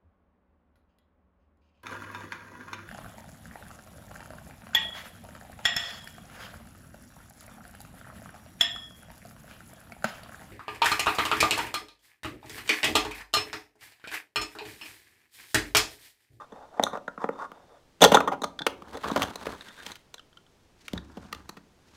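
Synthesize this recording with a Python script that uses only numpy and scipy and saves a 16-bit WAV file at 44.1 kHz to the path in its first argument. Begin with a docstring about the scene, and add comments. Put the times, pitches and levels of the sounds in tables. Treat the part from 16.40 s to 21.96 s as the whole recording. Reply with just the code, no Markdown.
"""Someone rummages in a kitchen drawer close by: utensils slide and knock on the tray, a handful tumbles
with a loud clatter, then things are shuffled about and a few last pieces click.
Each contact is a chattering force driving drawer thud, tray knock and damped steel; sliding and shuffling
are stick-slip noise coloured by the rubbed body; a small hard kitchen answers over still air."""
import sys
import numpy as np
from scipy import signal
from scipy.fft import rfft, irfft, next_fast_len
from scipy.io import wavfile
from scipy.ndimage import map_coordinates

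SR = 44100
rng = np.random.default_rng(int(sys.argv[2]) if len(sys.argv) > 2 else 0)


def transcribe(signal):
    """Save signal, clipped to [-1, 1], as a 16-bit WAV file at the path in sys.argv[1]."""
    frames = np.atleast_2d(signal).T
    limited = np.clip(frames, -1, 1)
    pcm = np.round(limited * 32767).astype(np.int16)
    wavfile.write(sys.argv[1], SR, pcm)


N = 245231

HANDLE_HZ = 3650  # main bending mode of the handles
PUSH_DEPTH_DB = 20  # a push swells this much over its rise and fades as much over its fall
# pushes of the hand among the utensils:
# (peak time [s], rise [s], fall [s], level [dB], steel over tray [dB])
PUSHES = [(2.554, 0.19, 0.079, -48, -8.5), (2.692, 0.15, 0.24, -40.5, -6.5), (2.829, .2, .12, -36, -8),
          (3.032, 0.14, 0.26, -49, -5.5), (3.13, 0.21, 0.069, -45.5, -8.5), (3.24, 0.52, 0.36, -61, 4.5),
          (3.49, 0.21, .1, -51.5, 3.5), (4.46, .11, 0.15, -71, 10), (4.56, 0.049, 0.073, -50.5, -15),
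          (4.84, 0.37, 0.33, -57.5, -7.5), (4.97, .1, 0.28, -58.5, -8.5), (5.56, 0.23, .1, -64.5, 0)]


def amp(db):
    """Decibels to gain."""
    return 10 ** (np.asarray(db) / 20)


def unit(x):
    """x at rms 1."""
    return x / np.sqrt(np.mean(x ** 2) + 1e-20)


def along(points, hz):
    """(frequency [Hz], value) points interpolated on a log-frequency axis."""
    f, v = np.transpose(points)
    return np.interp(np.log(hz + 1), np.log(f + 1), v)


def wobble(knots_per_s):
    """A smooth random curve through normally distributed knots."""
    knots = rng.standard_normal(int(N * knots_per_s / SR) + 4)
    return map_coordinates(knots, [np.arange(N) * knots_per_s / SR])


def filtered(x, response):
    """x times a complex response of frequency."""
    m = next_fast_len(len(x) + len(x) // 8)
    return irfft(rfft(x, m) * response(np.fft.rfftfreq(m, 1 / SR)), m)[:len(x)]


def mode(f, hz, width_hz):
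    """Response of one causal resonance with a peak gain of 1."""
    return 1j * f * width_hz / (hz * hz - f * f + 1j * f * width_hz)


def modes(f, table):
    """Response of a body with several resonances in parallel."""
    return sum(amp(db) * mode(f, hz, width_hz) for hz, width_hz, db in table)


def band(lo_hz, hi_hz, order):
    """A causal band-pass, as a function of the signal."""
    sos = signal.butter(order, [lo_hz, min(hi_hz, SR / 2 - 1)], "band", fs=SR, output="sos")
    return lambda x: signal.sosfilt(sos, x)


def still_air():
    """Steady coloured noise of the quiet room."""
    # background spectrum: (frequency [Hz], relative level [dB])
    air_colour = [(20, -2), (75, -0.5), (160, -3.5), (400, -6), (1500, -16), (6000, -22.5), (16000, -37)]
    noise = rng.standard_normal(N)
    return amp(-63) * unit(filtered(noise, lambda f: amp(along(air_colour, f))))


def kitchen(x, build_s):
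    """Room tail: noise that builds up quickly, then dies at its own speed at each frequency."""
    # decay: (frequency [Hz], t60 [s])
    t60_points = [(120, 0.97), (400, 0.77), (1100, 0.25), (2500, 0.31), (7000, 0.19), (15000, 0.28)]
    # tail spectrum: (frequency [Hz], relative level [dB])
    echo_points = [(60, -9), (200, -10.5), (1000, -15), (2200, -18), (7000, -17.5), (15000, -21.5)]
    hz, t, z = signal.stft(rng.standard_normal(SR), SR, nperseg=256)
    decay = amp(-60 * t / along(t60_points, hz)[:, None]) * (1 - np.exp(-t / build_s))
    decay /= np.sqrt(np.sum(decay ** 2, axis=1, keepdims=True) * t[1] * SR)  # equal energy per bin
    colour = amp(along(echo_points, hz))[:, None]
    tail = signal.istft(z * decay * colour, SR, nperseg=256)[1]
    return signal.fftconvolve(x, tail)[:N]


def thumps():
    """Heavier blows shake the whole cabinet: its lowest modes swell briefly and decay."""
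    # blows: (time [s], peak level [dB])
    thump_rows = [(1.639, -33), (0.396, -49), (2.04, -51.5), (2.266, -50), (2.715, -47), (2.797, -53),
                  (4.536, -33.5), (4.57, -35), (4.768, -51.5), (4.928, -51.5)]
    # cabinet modes: (frequency [Hz], relative level [dB], t60 [s])
    cabinet_modes = [(36, -3.5, 0.081), (69.5, -3, 0.73), (101, -4.5, 0.6), (133, 0.5, 0.12),
                     (168, 2.5, .15)]
    out, t = np.zeros(N + SR), np.arange(SR // 2) / SR
    boom = sum(amp(db - 60 * t / t60) * np.sin(2 * np.pi * hz * t) for hz, db, t60 in cabinet_modes)
    boom *= 1 - np.exp(-t / .006)
    boom /= np.abs(boom).max()
    for s, db in thump_rows:
        out[round(s * SR):][:len(t)] += amp(db) * boom
    return out[:N]


def stick_slip(slips_per_s, spread_db, flutter_db):
    """Tiny slips of uneven size, plus noise, under a pressure that keeps changing."""
    sizes = rng.standard_normal(N) * amp(spread_db * np.clip(rng.standard_normal(N), -2, 2))
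    slips = unit(sizes * (rng.random(N) < slips_per_s / SR)) + 0.79 * rng.standard_normal(N)
    return slips * amp(flutter_db * wobble(90))


def friction(colour, lo_hz, hi_hz, slips):
    """One band of the stick-slip pulses, coloured by the rubbed body, at rms 1."""
    coloured = filtered(slips, lambda f: amp(along(colour, f)))
    return unit(band(lo_hz, hi_hz, order=4)(coloured))


def jingle(touches_per_s, t60_s, spread_db):
    """Many tiny touches between handles, each ringing two bending modes at its own pitch; rms 1."""
    t, count = np.arange(1024) / SR, int(touches_per_s * N / SR)
    when, pitch, size, mix = rng.random((count, 4)).T[:, :, None]
    phase = 2 * np.pi * HANDLE_HZ * 2 ** (.45 * (pitch - .5)) * t
    rings = mix * np.sin(phase) + (1 - mix) * np.sin(0.26 * phase)
    rings = rings * amp(spread_db * size - 60 * t / t60_s)
    index = (when * N).astype(int) + np.arange(len(t))
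    return unit(np.bincount(index.ravel(), rings.ravel(), N)[:N])


def effort(pushes):
    """Gains of drawer, tray and steel: the pushes rise and fall linearly in dB and add in power."""
    drag = 0.33  # dB of drawer rumble lost per dB more of steel: lifted pieces leave the floor
    t, power = np.arange(N) / SR, np.zeros((3, N))
    for peak_s, rise_s, fall_s, db, steel_db in pushes:
        away = np.maximum((peak_s - t) / rise_s, (t - peak_s) / fall_s)
        swell = amp(db - PUSH_DEPTH_DB * away)
        power += np.outer(amp([-drag * steel_db, 0, steel_db]), swell) ** 2
    return np.sqrt(power)


def shuffle(pushes, colour, drawer_db, hiss_db, jingle_db):
    """A hand moves utensils: coarse scraping, small jingles and a finer hiss on top."""
    drawer, tray, steel = effort(pushes)
    coarse = stick_slip(slips_per_s=550, spread_db=4, flutter_db=2.5)
    fine = stick_slip(slips_per_s=1400, spread_db=3, flutter_db=3.0)
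    rumble = amp(drawer_db) * drawer * friction(colour, 42, 870, coarse)
    rub = tray * friction(colour, 860, 1741, coarse)
    scrape = amp(-0.5) * friction(colour, 1760, 4828, fine)
    hiss = amp(hiss_db) * friction(colour, 4840, 18000, fine)
    jingles = amp(jingle_db) * jingle(touches_per_s=23, t60_s=0.019, spread_db=5)
    return rumble + rub + steel * (scrape + hiss + jingles)


def stir_and_ease():
    """The whole pile is stirred, then one piece is eased out: friction with a colour for each."""
    # friction spectra: (frequency [Hz], relative level [dB])
    stir_colour = [(30, -36), (70, 6), (130, -9.5), (220, 1), (500, -5), (1500, -5.5), (2400, -13.5),
                   (3700, -15), (5000, -24), (9000, -27), (16000, -37)]
    ease_colour = [(30, -13), (70, 6.5), (150, -4), (300, 0), (500, -18), (1400, -6), (3000, -14),
                   (7000, -22), (16000, -40)]
    ease_from_s = 4  # pushes peaking from here on ease one piece out
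    stirring = [p for p in PUSHES if p[0] < ease_from_s]
    easing = [p for p in PUSHES if p[0] >= ease_from_s]
    stir = shuffle(stirring, stir_colour, drawer_db=-1.5, hiss_db=-5.5, jingle_db=-11)
    return stir + shuffle(easing, ease_colour, drawer_db=4, hiss_db=-3, jingle_db=-11)


def slide():
    """Each stroke swells and fades: slips drum on the tray, hiss, and make one handle sing thinly."""
    # strokes of a utensil over the tray:
    # (start [s], end [s], stroke level [dB], tray resonance [Hz])
    stroke_rows = [(-.05, 0.058, -41, 1057), (.085, .313, -48, 770), (.304, 0.496, -42, 750),
                   (.474, 0.6, -38, 1120), (.781, .871, -36.5, 994), (.9, 1, -46.5, 966),
                   (.975, 1.073, -33.5, 1060), (1.082, 1.276, -54, 765), (1.263, 1.416, -54.5, 680),
                   (3.251, 3.329, -48.5, 1590), (3.355, 3.445, -47, 1630)]
    out, t = np.zeros(N), np.arange(N) / SR
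    slips = stick_slip(slips_per_s=2700, spread_db=2.5, flutter_db=1.9)
    treble = band(2600, 8200, order=1)
    for start_s, end_s, stroke_db, tray_hz in stroke_rows:
        song_db = -70.5 + 14 * np.log2(tray_hz / 1000)  # a higher stroke makes the handle sing more
        during = (t > start_s) & (t < end_s)
        drive = slips[during]
        pressure = np.sin(np.pi * (t[during] - start_s) / (end_s - start_s))
        tray = band(230, max(1550, 1.2 * tray_hz), order=4)
        # a firmer stroke drives the tray's resonance more cleanly
        rattle = np.clip(.13 * amp(0.27 * (-30.5 - stroke_db)), 0, .6)
        rub = unit(tray(filtered(drive, lambda f: mode(f, tray_hz, 270) + rattle)))
        hiss = unit(treble(treble(drive)))
        song = unit(filtered(drive, lambda f: mode(f, HANDLE_HZ, 220) ** 2))
        out[during] += pressure * (amp(stroke_db - 3) * rub + amp(stroke_db - 27) * hiss)
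        # the handle keeps singing even under light pressure
        out[during] += np.sqrt(pressure) * amp(song_db) * song
    return out


def chatter(t, length_s, first, rebounds_per_s):
    """Force of one contact: a first touch, then tiny rebounds that swell and die away."""
    u = t / max(length_s, 1 / SR)
    hits = rng.random(len(t)) < rebounds_per_s / SR
    rebounds = rng.standard_normal(len(t)) * hits * np.sqrt(u) * np.exp(-u)
    force = rebounds / (np.linalg.norm(rebounds) + 1e-9)
    force[0] += first
    return force


def blow(ring, db):
    """A short sound scaled to the energy of 10 ms at this rms level."""
    return amp(db) * np.sqrt(.01 * SR) * ring / np.linalg.norm(ring)


def pings():
    """A loose handle, tapped lightly, rings briefly in two bending modes over a faint broad clack."""
    # taps: (time [s], main mode level [dB], main mode [Hz])
    ping_rows = [(2.191, -36.5, 3440), (2.219, -36.5, 3490), (3.209, -45.5, 3730), (3.781, -53, 3380),
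                 (3.795, -50.5, 2980), (3.929, -64, 3180), (3.972, -53, 3066), (4.065, -65.5, 3140),
                 (4.5773, -40.5, 3600)]
    out, t = np.zeros(N + SR), np.arange(4096) / SR
    clack = band(820, 4190, order=2)
    for s, db, hz in ping_rows:
        force = chatter(t, length_s=.002, first=0.8, rebounds_per_s=4500)
        upper = filtered(force, lambda f: mode(f, hz, 480) ** 2)
        lower = filtered(force, lambda f: mode(f, 0.458 * hz, 336) ** 2)
        out[round(s * SR):][:len(t)] += blow(upper, db) + blow(lower, db - 4.5) + blow(clack(force), db - 6.5)
    return out[:N]


def touches():
    """Contact rows of small stray touches, scattered around each push's peak, weaker on its flanks."""
    chatter_s, thud_db, steel_db = 0.0019, 6.5, -3
    tray_hz, steel_hz, octaves = 997, 3258, 0.6  # pitches scatter this far either way
    rows = []
    for peak_s, rise_s, fall_s, push_db, _ in PUSHES:
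        for place, size, tray, steel in rng.uniform(-1, 1, (5, 4)):  # five touches a push
            s = peak_s + .5 * place * (fall_s if place > 0 else rise_s)
            db = push_db - 8 + 3 * size - .5 * PUSH_DEPTH_DB * abs(place)
            knock_hz, clink_hz = tray_hz * 2 ** (octaves * tray), steel_hz * 2 ** (octaves * steel)
            rows.append((s, chatter_s, db, thud_db, steel_db, knock_hz, clink_hz))
    return rows


def contacts(rows):
    """Each contact force drives four paths: drawer thud, tray knock, steel clink and a bright tick."""
    # bright modes of the steel, each used twice in cascade:
    # (frequency [Hz], width of one stage [Hz], relative level [dB])
    bright_modes = [(6310, 740, 0), (7030, 2400, -2.5), (9000, 3400, -10.5), (12450, 2300, -12.5)]
    out, t = np.zeros(N + SR), np.arange(4096) / SR
    low, middle = band(140, 380, order=3), band(400, 1400, order=3)
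    upper, top = band(1800, 4700, order=3), band(4400, 18000, order=3)

    def shine(f):
        """Response of the bright steel modes."""
        return sum(amp(db) * mode(f, hz, width_hz) ** 2 for hz, width_hz, db in bright_modes)

    for s, chatter_s, db, thud_db, steel_db, knock_hz, clink_hz in rows:
        force = chatter(t, 0.9 * chatter_s, first=0.18, rebounds_per_s=9000)
        thud = low(filtered(force, lambda f: mode(f, 215, 130) + .5))
        knock = middle(filtered(force, lambda f: mode(f, knock_hz, 230) + 0.33))
        # near the handles' own mode a clink rings clean; away from it, it is a broad clack
        octaves_off = np.log2(clink_hz / HANDLE_HZ)
        dull = np.clip(abs(octaves_off) - .07, 0, .3)
        clink_width_hz = 520 + 2500 * dull
        clink = upper(filtered(force, lambda f: mode(f, clink_hz, clink_width_hz) ** 2 + 0.054 + 4.4 * dull))
        # a brief, hard contact is brighter than a long, chattering one
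        tick = top(filtered(force, lambda f: (shine(f) + 0.092 + 3 * dull) / (1 + 1j * f * chatter_s / 35)))
        tick_db = steel_db - 5 + 7.5 * octaves_off  # smaller, higher pieces tick more
        for path, over_db in (thud, thud_db - 6), (knock, -.6), (clink, steel_db + .5), (tick, tick_db):
            out[round(s * SR):][:len(t)] += blow(path, db + over_db)
    return out[:N]


def lingering(knocks):
    """The drawer and the pieces of steel ring on in narrow modes after each blow."""
    # (frequency [Hz], width [Hz], relative level [dB])
    drawer_modes = [(178, 37, -7.5), (216, 12, -4), (276.9, 7.4, 3.5), (459.5, 32, 4.5), (526, 23, 1),
                    (581.5, 16, 2), (738, 7.7, -3), (856.7, 16, -3.5), (1170, 2, -9), (1208, 27, -7),
                    (1414, 30, -0.5), (1856, 45, 1)]
    steel_modes = [(1184, 5.4, -4), (1900, 8.3, -2.5), (3490, 45, -6), (3480, 40, -8), (6130, 16, -6)]
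    return filtered(knocks, lambda f: modes(f, drawer_modes) + modes(f, steel_modes))


def scene():
    """Contacts, pings and strokes with their ring and room, cabinet thumps, shuffling and still air."""
    # utensils striking the tray and each other; contacts() trims the chatter and each path's level:
    # (time [s], nominal chatter [s], base level [dB], thud offset [dB], steel offset [dB],
    #  tray mode [Hz], steel mode [Hz])
    contact_rows = [(.121, 0.0054, -46, 3.5, -17, 470, 3500), (.3958, 0.0018, -19, -5.5, -35, 760, 3700),
                    (.427, 0.0059, -32, -3, -9.5, 756, 2900), (.4365, 0.0011, -28.5, -10, 5, 504, 3690),
                    (.4665, 0.004, -28, -22, -26, 1290, 3000), (.531, 0.005, -35, -4, -22, 625, 3750),
                    (.553, 0.0012, -31.5, -31, -33, 1220, 2740), (.573, 0.0016, -38, -8.5, -19, 626, 2860),
                    (.6785, 0.0029, -31, -8.5, -25.5, 1345, 3760),
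                    (.777, 0.003, -37.5, -2, -34, 1230, 2860), (.8405, 0.002, -26, -2, -33, 764, 3660),
                    (.8895, 0.0012, -28, -4, -27.5, 570, 2770), (1.117, 0.0021, -45, -4, -14, 724, 3000),
                    (1.607, 0.013, -29, 3, -1.5, 685, 3110), (1.617, 0.004, -14, -5.5, -2, 684, 3530),
                    (1.6255, 0.0064, -14, 0, -5, 754, 3100), (1.639, 0.0031, -11, -9, -4, 779.4, 4200),
                    (1.6465, 0.0027, -13.5, -8, -2, 810, 3400), (1.654, 0.0057, -15.5, -12, -12, 514, 3230),
                    (1.718, .0056, -16.5, 0.5, -10, 810, 3100), (1.738, 0.012, -17, -25, -8.5, 970, 2730),
                    (1.7445, 0.0041, -9.5, -12, -10, 870, 3470),
                    (1.7695, 0.0024, -14.5, -6, -22, 1290, 3330),
                    (1.804, 0.0034, -22, -12, -15, 1156, 2780),
                    (1.875, 0.0059, -20.5, -10, -19, 1150, 3300),
                    (1.918, 0.01, -23.5, -11.5, -20, 840, 2850), (2.018, 0.0031, -35.5, 3.5, -5, 923, 3850),
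                    (2.035, 0.0045, -28.5, -13, -10, 755, 3620),
                    (2.0405, 0.0028, -29.5, -5.5, -8, 1195, 4170),
                    (2.205, 0.0083, -40.5, 6.5, -26.5, 807, 3550),
                    (2.2655, 0.0034, -22, -7.5, -3, 1336, 2750),
                    (2.421, 0.0021, -44, -1, -14.5, 1134, 2960), (2.548, 0.0076, -38, 2, -15, 786, 3570),
                    (2.571, 0.0015, -42.5, -6, -7, 520, 4000), (2.635, 0.011, -28.5, -17, -11, 1120, 2490),
                    (2.673, 0.011, -36.5, 2, -9, 720, 3220), (2.7, .004, -30.5, -8, -30, 1060, 3350),
                    (2.714, 0.0021, -37.5, 13, -5.5, 820, 3600),
                    (2.7605, 0.0035, -22.5, -4.5, -11, 780, 2980), (2.774, 0.0026, -31.5, 3, -7, 755, 3000),
                    (2.8195, 0.0025, -30.5, -18, 2, 1160, 2420), (2.828, 0.0046, -34, -8, 3.5, 640, 3190),
                    (2.9565, 0.0023, -40, -8, -0.5, 990, 4090), (3.0665, 0.0031, -33, -0.5, -8, 480, 2570),
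                    (3.283, 0.0042, -55, 4.5, 5.5, 1500, 3120), (3.4635, .0032, -46.5, 0.5, 7.5, 880, 3200),
                    (3.517, .0017, -55, -6, 10.5, 1380, 3890), (3.555, .0015, -60, -12.5, 10.5, 1532, 3090),
                    (3.741, .0029, -50.5, -5.5, 6, 984, 4016), (4.481, 0.0021, -47, -19.5, 7.5, 1380, 2400),
                    (4.533, .0022, -43, 17, 0.5, 674, 3080), (4.565, 0.005, -49.5, 11, -13, 900, 3470),
                    (4.77, 0.0052, -44, 10.5, -10, 820, 2940), (4.927, 0.0022, -36.5, -6, -1.5, 1207, 2840),
                    (4.849, .003, -54.5, 9, -10, 797, 2970), (4.947, 0.0022, -52.5, -5, 3.5, 1200, 3250),
                    (5.0915, 0.0028, -42.5, 1.5, -1.5, 1094, 4210),
                    (5.168, .005, -49.5, 6.5, -4, 1420, 2560)]
    knocks = contacts(contact_rows) + pings() + slide() + contacts(touches())
    room = amp(2.5) * kitchen(knocks, build_s=.008)
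    return (knocks + lingering(knocks) + room + thumps() + stir_and_ease() + still_air())[None]


def record(dry):
    """The loudest blows are rounded off near full scale; a steep low-pass limits the band."""
    top_hz = 15800
    rounded = dry[0] / (1 + np.abs(dry[0] / .98) ** 6) ** (1 / 6)
    return filtered(rounded, lambda f: 1 / np.sqrt(1 + (f / top_hz) ** 160))[None]


dry = scene()
out = record(dry)
transcribe(out)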